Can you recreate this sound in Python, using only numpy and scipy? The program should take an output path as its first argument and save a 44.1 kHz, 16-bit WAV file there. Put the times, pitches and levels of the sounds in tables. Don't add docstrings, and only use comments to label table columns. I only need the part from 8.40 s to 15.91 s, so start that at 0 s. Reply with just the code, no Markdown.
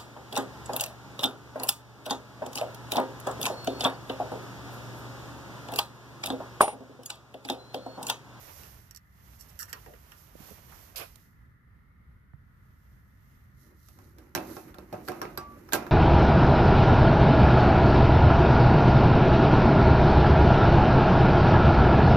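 import sys
import numpy as np
from scipy import signal
from scipy.fft import rfft, irfft, next_fast_len
from scipy.io import wavfile
from scipy.ndimage import uniform_filter1d

SR = 44100
rng = np.random.default_rng(int(sys.argv[2]) if len(sys.argv) > 2 else 0)


def master_out(mix):
    frames = np.transpose(np.atleast_2d(mix))
    ceiling = np.clip(frames, -1, 1)
    pcm = np.round(ceiling * 32767).astype(np.int16)
    wavfile.write(sys.argv[1], SR, pcm)


N = 331191
TIME = np.arange(N) / SR
TREBLE_HZ = 15500

# (frequency [Hz], left minus right [dB])
CAP_BALANCE = [(60, 5), (110, 1.5), (200, 1.5), (380, -6.5), (700, -2.5), (1290, -2.5), (2380, -4),
               (4400, -8), (8120, -11.5), (15000, -11)]
# (frequency [Hz], correlation [0-1])
CAP_LIKENESS = [(100, .95), (300, 0.97), (700, 0.38), (1500, 0.31), (4000, 0.062), (15000, 0.061)]
AT_CAP = (CAP_BALANCE, CAP_LIKENESS)
# (mode [Hz], level [dB], t60 [s])
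SHELL_MODES = [(140.5, -9, 0.35), (192.8, -7.5, 0.55), (229.2, -9, 0.87), (318, -8.5, 0.8), (353, -1, 0.23),
               (385, -9, 0.23), (443, -9, 0.18), (483, -11, 0.19), (494, -5, 0.15), (594, 4, 0.097),
               (735, -3, 0.27), (789, 1, 0.25), (887, -3, 0.31), (987, -4, 0.25), (1090, -0.5, 0.16),
               (1260, -2, 0.26), (1365, 0.5, 0.16), (1586, 4.5, 0.098), (1670, 2, 0.074), (2000, -11, 0.15),
               (2160, -16, 0.16), (2430, -16.5, 0.39), (2630, -11.5, 0.21), (2650, -13.5, 0.28),
               (2820, -23.5, 0.36), (4730, -23, 0.16), (5570, -4, 0.051), (8600, -7, 0.049),
               (12090, 12, 0.028)]
# (frequency [Hz], level [dB])
SHELL_COLOUR = [(53, -48), (90, -0.5), (251, -5.5), (347, -1), (429, -4), (733, -3.5), (834, -8.5),
                (1390, -11.5), (1840, -17), (2480, -19), (3280, -30.5), (3980, -28), (8240, -37),
                (11900, -31.5), (15000, -31.5)]
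# (low [Hz], high [Hz], rise [s], crack t60 [s], tail t60 [s], tail [dB], modes [dB])
SHELL_BANDS = [(97, 751, 0.0023, 0.095, 0.57, -14.5, -7), (703, 7000, 0.0003, 0.027, 0.42, -14, -7.5),
               (2806, TREBLE_HZ, 0.0004, 0.019, .15, -10, -7.5)]
# (time [s], thud [dB], clank [dB], tick [dB], clank [Hz], tick [Hz])
CAP_TAPS = [(5.486, -66, -64, -58, 1300, 6700), (5.588, -78, -59, -66, 1110, 6070),
            (5.784, -63.5, -64.5, -60, 1380, 5800), (6.167, -42.5, -42.5, -54, 810, 5670),
            (6.343, -57, -54.5, -58, 1380, 3700), (6.384, -43, -52, -55.5, 1280, 4200),
            (6.678, -45, -47, -52, 1460, 4430), (6.718, -42, -42.5, -53, 1020, 5600),
            (6.975, -39.5, -38.5, -42, 1130, 4370), (7.289, -58, -50.5, -60.5, 1430, 5240),
            (7.323, -46, -35, -39, 1570, 3650), (7.425, -53, -44.5, -60, 1540, 3900),
            (7.466, -44, -42.5, -56.5, 1490, 3520)]
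# (time [s], thud [dB], clank [dB], tick [dB], thud [Hz], clank [Hz], tick [Hz], fall time [s])
CAP_DROPS = [(5.95, -32.5, -32, -31, 343, 1740, 5800, 0.0078),
             (6.527, -36, -41, -54, 620, 780, 4100, 0.0037),
             (6.684, -31, -37, -42.5, 345, 1410, 4430, .003),
             (6.816, -37.5, -36.5, -45, 382, 1230, 5500, .011),
             (7.333, -27.5, -26.5, -25.5, 335, 1620, 7440, 0.0066)]
# (delay [fall times], thud [dB], clank [dB], tick [dB], clank pitch [ratio])
DROP_CONTACTS = [(0, -4, -0.5, 0.5, 1.03), (0.999, -0.5, -4, -11, 1.04), (3.3, -3, -6.5, -32, 1.55)]


def cap_knocks():
    contacts = taps(CAP_TAPS, thud_hz=361)
    for s, thud, clank, tick, thud_hz, clank_hz, tick_hz, fall in CAP_DROPS:
        for delay, thud_db, clank_db, tick_db, ratio in DROP_CONTACTS:
            levels = (thud + thud_db, clank + clank_db, tick + tick_db)
            contacts.append((s + delay * fall, *levels, thud_hz, clank_hz * ratio, tick_hz))
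    return blows(contacts, SHELL_MODES, SHELL_COLOUR, SHELL_BANDS, AT_CAP, contact_db=11, snap_db=0.5)


# (middle [s], length [s], groan [dB])
WRIST_TURNS = [(5.3, 0.16, -62), (5.63, 0.15, -60), (5.84, 0.22, -57.5), (6.01, 0.076, -44.5),
               (6.11, 0.12, -44), (6.29, 0.094, -49.5), (6.41, 0.15, -55), (6.58, 0.22, -50.5),
               (6.76, 0.16, -47), (6.89, 0.29, -51), (7.16, 0.21, -52.5), (7.42, 0.37, -48.5)]
# (middle [s], length [s], grit [dB])
RIM_SLIPS = [(5.24, 0.14, -67), (5.48, 0.21, -66), (5.64, 0.23, -70.5), (6.14, 0.21, -54.5),
             (6.68, 0.091, -59), (7.347, 0.036, -39)]
# (frequency [Hz], level [dB])
GROAN_COLOUR = [(71, -36), (120, 4), (211, -2.5), (277, 3), (352, 4), (455, -9), (572, -6.5), (682, -24),
                (759, -11.5), (1120, -12), (1490, -13), (1820, -17.5), (2170, -18), (2690, -25),
                (3000, -26), (3900, -46), (6600, -120)]
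# (frequency [Hz], level [dB])
GRIT_COLOUR = [(1470, -37), (2500, 1), (2850, -2), (3580, -8), (3920, -3.5), (4990, -6), (5870, -3),
               (8860, -12.5), (12100, 1), (14500, -4)]


def cap_grind():
    groan_gain = swells(WRIST_TURNS)
    grit_gain = np.hypot(undb(-16) * groan_gain, swells(RIM_SLIPS))
    shell = rub(N, [m for m in SHELL_MODES if m[0] < 700], AT_CAP, rate=140)
    friction = noise(N, GROAN_COLOUR, 145, 3900, AT_CAP) * undb(1.1 * walk(N, 90))
    groan = unit(friction + undb(-5) * shell)
    grit = unit(noise(N, GRIT_COLOUR, 3300, TREBLE_HZ, AT_CAP) * undb(1.9 * walk(N, 500)))
    return groan_gain * groan + grit_gain * grit


# (mode [Hz], level [dB], t60 [s])
CAP_MODES = [(1156, -0.5, 0.89), (3950, 1, 0.04), (4840, -6, .1), (5620, -16, 0.17), (7920, -10, 0.078),
             (8920, -33, .11), (11800, 10.5, 0.017)]


def cap_ping():
    out, t = np.zeros((2, N)), np.arange(SR) / SR
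    ping = ring(t, CAP_MODES, AT_CAP, scatter_db=0, detune=0)
    grip = np.interp(t, [.16, .22], [1, 0])
    add(out, 6.976, undb(-38) * ping * grip)
    return out


# (frequency [Hz], left minus right [dB])
ENGINE_BALANCE = [(60, -7), (110, -8.5), (200, -13), (380, -7), (700, -9), (1290, -3.0), (2380, -6.5),
                  (4400, -11), (8120, -14), (15000, -16.5)]
# (frequency [Hz], correlation [0-1])
ENGINE_LIKENESS = [(100, 0.9), (300, 0.57), (700, 0.046), (1500, 0), (15000, 0.066)]
AT_ENGINE = (ENGINE_BALANCE, ENGINE_LIKENESS)
# (mode [Hz], level [dB], t60 [s])
BLADE_MODES = [(537, -3, 0.1), (1200, -10, 0.45), (1408, -1, 0.11), (1640, -6.5, .1), (1875, -3, 0.098),
               (2800, -6, 0.047), (4500, -4, 0.1), (5300, -19.5, 0.0288), (5650, -9, 0.0286),
               (5600, 4.5, 0.06), (6800, -5.5, 0.035), (7770, -1, 0.0322), (11300, -6, .03),
               (13000, 3, 0.039)]
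# (frequency [Hz], level [dB])
BLADE_COLOUR = [(88, -34.5), (150, 5), (225, -10.5), (486, 2.5), (818, -7.5), (1840, -1.5), (2230, -10),
                (2700, -5.5), (3600, -19), (5510, -8.5), (6060, -14), (7940, -11), (8920, -19.5),
                (13100, -7.5), (15000, -20.5)]
# (low [Hz], high [Hz], rise [s], crack t60 [s], tail t60 [s], tail [dB], modes [dB])
BLADE_BANDS = [(197, 490, 0.003, 0.069, 0.29, -3, -8), (715, 4200, 0.001, 0.027, 0.23, -15.5, -10),
               (2990, TREBLE_HZ, 0.000081, 0.028, .055, -9.5, -8)]
# (time [s], thud [dB], clank [dB], tick [dB], clank [Hz], tick [Hz])
TUBE_TAPS = [(0.234, -86, -57, -57.5, 2800, 3200), (0.51, -90, -62, -50, 1940, 5600),
             (0.548, -93, -63, -52.5, 2220, 5400), (0.561, -96, -74, -49, 1784, 5600),
             (0.572, -91, -64.5, -52, 1950, 5600), (1.191, -70.5, -64, -42.5, 1850, 7600),
             (1.229, -82, -55, -44.5, 1390, 5630), (1.329, -56.5, -42, -38.5, 1820, 5100),
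             (1.461, -52.5, -54.5, -66, 1090, 6400), (1.536, -61, -58.5, -78, 1220, 6360),
             (1.719, -82, -54, -57.5, 2870, 3240)]
# (time [s], length [s], rasp [dB], note [dB], start [Hz], end [Hz])
BLADE_SLIDES = [(0.989, 0.024, -57, -78, 1950, 1930), (1.004, 0.011, -50.5, -75, 1920, 1790),
                (1.084, 0.017, -60.5, -84, 1880, 1800), (1.189, 0.038, -43, -49, 1775, 1487),
                (1.28, 0.025, -58, -57, 1940, 1638), (1.326, 0.052, -79, -56.5, 1318, 1133),
                (1.457, 0.083, -84, -58, 866, 503)]


def dipstick():
    contacts = taps(TUBE_TAPS, thud_hz=504)
    out = blows(contacts, BLADE_MODES, BLADE_COLOUR, BLADE_BANDS, AT_ENGINE, contact_db=8, snap_db=2)
    high_modes = [m for m in BLADE_MODES if m[0] > 2500]
    for s, length, rasp_db, note_db, start_hz, end_hz in BLADE_SLIDES:
        n = int((length + .08) * SR)
        t = np.arange(n) / SR
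        push = np.minimum(t / 0.0053, 1) * fade(np.maximum(t - length, 0), t60=0.1)
        grit = noise(n, BLADE_COLOUR, 4600, TREBLE_HZ, AT_ENGINE) * undb(4.5 * walk(n, 700))
        rasp = unit(grit + undb(-3.5) * rub(n, high_modes, AT_ENGINE, rate=1400))
        note = narrow(np.interp(t, [0, length], [start_hz, end_hz]), width_hz=0.35 * start_hz)
        add(out, s, push * (undb(rasp_db) * rasp + undb(note_db) * note))
    return out


# (frequency [Hz], level [dB])
SCUFF_COLOUR = [(150, -44), (250, -15.5), (559, -5), (620, -6), (687, -1), (873, -13.5), (1000, -5.5),
                (1590, -7.5), (1920, -15.5), (2480, -7), (2800, -12.5), (5010, -12.5), (8970, -23),
                (12000, -10), (15000, -19)]
# (middle [s], length [s], level [dB])
SOLE_PRESS = [(2.608, 0.08, -43.5)]
# (time [s], level [dB], low [Hz], high [Hz], t60 [s])
FOOT_BUMPS = [(1.952, -48.5, 120, 600, 0.026), (1.998, -47.5, 90.5, 290, 0.11),
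              (2.108, -48.5, 110, 565, 0.078), (2.321, -54.5, 784, 1800, 0.18),
              (2.757, -54, 700, 15000, 0.021), (3.934, -63.5, 594, 1840, 0.015),
              (3.938, -42.5, 50, 119, 0.042)]
# (frequency [Hz], level [dB])
FLAT = [(20, 0), (20000, 0)]


def feet():
    scuff_s, attack_s, hold_s = 2.558, 0.0015, 0.023
    since = TIME - scuff_s
    bite = np.clip(since / attack_s, 0, 1) * fade(np.maximum(since - hold_s, 0), t60=0.27)
    sole = unit(noise(N, SCUFF_COLOUR, 247, 3000, AT_ENGINE) * undb(1.6 * walk(N, 300)))
    grit = unit(noise(N, SCUFF_COLOUR, 2000, TREBLE_HZ, AT_ENGINE) * undb(0.79 * walk(N, 1000)))
    out = swells(SOLE_PRESS) * sole + undb(-39.5) * bite * grit
    t = np.arange(SR // 4) / SR
    squeal = narrow(np.full(len(t), 5050), width_hz=380) * fade(t, t60=.08)
    add(out, 2.559, undb(-46) * squeal)
    for s, db, lo, hi, t60 in FOOT_BUMPS:
        onset = 1 - np.exp(-t * hi / 2)
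        bump = noise(len(t), FLAT, lo, hi, AT_ENGINE) * fade(t, t60) * onset
        add(out, s, undb(db) * unit_hit(bump))
    return out


# (frequency [Hz], level [dB])
SLEEVE_COLOUR = [(150, -18), (250, -2.5), (307, -2.5), (471, -5.5), (589, -4), (858, -5.5), (951, -3),
                 (2850, -11), (3810, -16), (5950, -11.5), (8820, -20), (13300, -6.5), (15000, -15.5)]
# (middle [s], length [s], hiss [dB])
SLEEVE_SWISHES = [(.1, 0.63, -54.5), (.94, 0.39, -64), (1.32, 0.74, -62), (1.79, 0.35, -62),
                  (2.08, 0.25, -55.5), (2.37, 0.37, -58), (2.72, 0.31, -65.5), (2.98, 0.41, -86),
                  (4.48, 0.67, -78), (4.92, 0.43, -75)]


def sleeve():
    hiss = noise(N, SLEEVE_COLOUR, 3560, TREBLE_HZ, AT_ENGINE)
    hiss = unit(hiss * undb(0.91 * walk(N, 28.85) + 1.1 * walk(N, 700)))
    flap = unit(noise(N, SLEEVE_COLOUR, 295, 4120, AT_ENGINE) * undb(2 * walk(N, 40)))
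    return swells(SLEEVE_SWISHES) * (hiss + undb(-2) * flap)


# (frequency [Hz], level [dB])
RUMBLE_COLOUR = [(25, -18.5), (60, 2.5), (128, -4), (231, -14), (330, -25), (700, -34.5), (1100, -28),
                 (2100, -32), (2500, -40.5), (7700, -55), (13500, -44), (15000, -52)]
# (centre [Hz], width [Hz], level [dB])
WHIRR_BANDS = [(1338, 290, -77.5), (1894, 450, -76)]
FAR = ([(100, -1.3), (15000, -0.9)], ENGINE_LIKENESS)


def background():
    out = undb(-56) * noise(N, RUMBLE_COLOUR, 16, TREBLE_HZ, FAR) * undb(2.3 * walk(N, 5.8))
    for hz, width, db in WHIRR_BANDS:
        gain = undb(db + 1.7 * walk(N, 2.46))
        out += gain * narrow(hz * (1 + 0.024 * walk(N, 5)), width)
    return out


def blows(contacts, modes, colour, bands, place, contact_db, snap_db):
    out, t = np.zeros((2, N)), np.arange(SR // 2) / SR
    grid = np.geomspace(50, 16000, 200)
    for s, *columns in contacts:
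        for db, contact_hz, band in zip(columns[:3], columns[3:], bands):
            lo, hi, rise, crack_t60, tail_t60, tail_db, modes_db = band
            focused = np.column_stack([grid, at(colour, grid) + favour(grid, contact_hz, contact_db)])
            snap = undb(snap_db) * fade(t, t60=0.0067)
            strike = noise(len(t), focused, lo, hi, place) * (fade(t, crack_t60) + snap)
            tail = noise(len(t), colour, lo, hi, place) * fade(t, tail_t60)
            struck = [(hz, level + favour(hz, contact_hz, contact_db / 2), t60)
                      for hz, level, t60 in modes if lo <= hz < hi]
            clear = unit_hit(ring(t, struck, place, scatter_db=4, detune=0.0023))
            blow = (strike + undb(tail_db) * tail + undb(modes_db) * clear) * (1 - np.exp(-t / rise))
            add(out, s, undb(db) * unit_hit(blow))
    return out


def taps(table, thud_hz):
    return [(s, *levels, thud_hz, clank_hz, tick_hz) for s, *levels, clank_hz, tick_hz in table]


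def favour(hz, contact_hz, boost_db):
    return boost_db * np.exp(-(np.log2(hz / contact_hz) / 0.25) ** 2)


def rub(n, modes, place, rate):
    slips = (rng.random(n) < rate / SR) * rng.laplace(size=n)
    body = ring(np.arange(SR // 3) / SR, modes, place, scatter_db=-3, detune=0)
    return unit(signal.fftconvolve(slips[None], body, axes=1)[:, :n])


def ring(t, modes, place, scatter_db, detune):
    out = np.zeros((2, len(t)))
    balance, likeness = place
    sign = np.array([[1], [-1]])
    for (hz, db, t60), (size, shift, phase) in zip(modes, rng.standard_normal((len(modes), 3))):
        lag = np.arccos(np.clip(at(likeness, hz), -1, 1)) * np.sign(phase) / 2
        wave = np.sin(2 * np.pi * (hz * (1 + detune * shift) * t + phase) + sign * lag)
        out += undb(db + scatter_db * size + sign * at(balance, hz) / 2) * fade(t, t60) * wave
    return out


def noise(n, colour, lo_hz, hi_hz, place):
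    balance, likeness = place
    size = next_fast_len(n, True)
    hz = np.arange(size // 2 + 1) * SR / size + 1
    mid, side = rfft(rng.standard_normal((2, size)))
    sign, alike = np.array([[1], [-1]]), np.clip(at(likeness, hz), -1, 1)
    edges = ((1 + (lo_hz / hz) ** 12) * (1 + (hz / hi_hz) ** 12)) ** -.5
    pair = mid * np.sqrt(1 + alike) + sign * side * np.sqrt(1 - alike)
    gain = undb(at(colour, hz) + sign * at(balance, hz) / 2)
    return unit(irfft(pair * edges * gain, size)[:, :n])


def narrow(hz, width_hz):
    diffuse = (FLAT, FLAT)
    a, b = (noise(len(hz), FLAT, 0.85, width_hz / 2, diffuse) for _ in range(2))
    phase = 2 * np.pi * np.cumsum(hz) / SR
    return unit(a * np.cos(phase) + b * np.sin(phase))


def swells(table):
    return np.sqrt(sum(undb(2 * db) * np.exp(-2 * np.minimum((2 * (TIME - s) / length) ** 2, 20))
                       for s, length, db in table))


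def walk(n, rate):
    hold = max(2, int(SR / rate))
    return 0.96 * uniform_filter1d(np.repeat(rng.standard_normal(n // hold + 1), hold), hold)[:n]


def undb(db):
    return 10 ** (np.asarray(db) / 20)


def at(points, hz):
    freqs, values = np.transpose(points)
    return np.interp(np.log(np.maximum(hz, 1)), np.log(freqs), values)


def unit(x):
    return x / (np.sqrt(np.mean(x.mean(0) ** 2)) + 1e-12)


def unit_hit(x):
    return x / np.sqrt(uniform_filter1d(x.mean(0) ** 2, size=353, mode="constant").max() + 1e-18)


def fade(t, t60):
    return np.exp(-np.log(1000) * t / t60)


def add(out, s, x):
    i = int(s * SR)
    out[:, i:i + x.shape[1]] += x[:, :N - i]


def scene():
    return dipstick() + cap_knocks() + cap_grind() + cap_ping() + sleeve() + feet() + background()


def record(dry):
    return signal.sosfilt(signal.ellip(10, .2, 70, 14650, fs=SR, output="sos"), dry)


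dry = scene()
out = record(dry)
master_out(out)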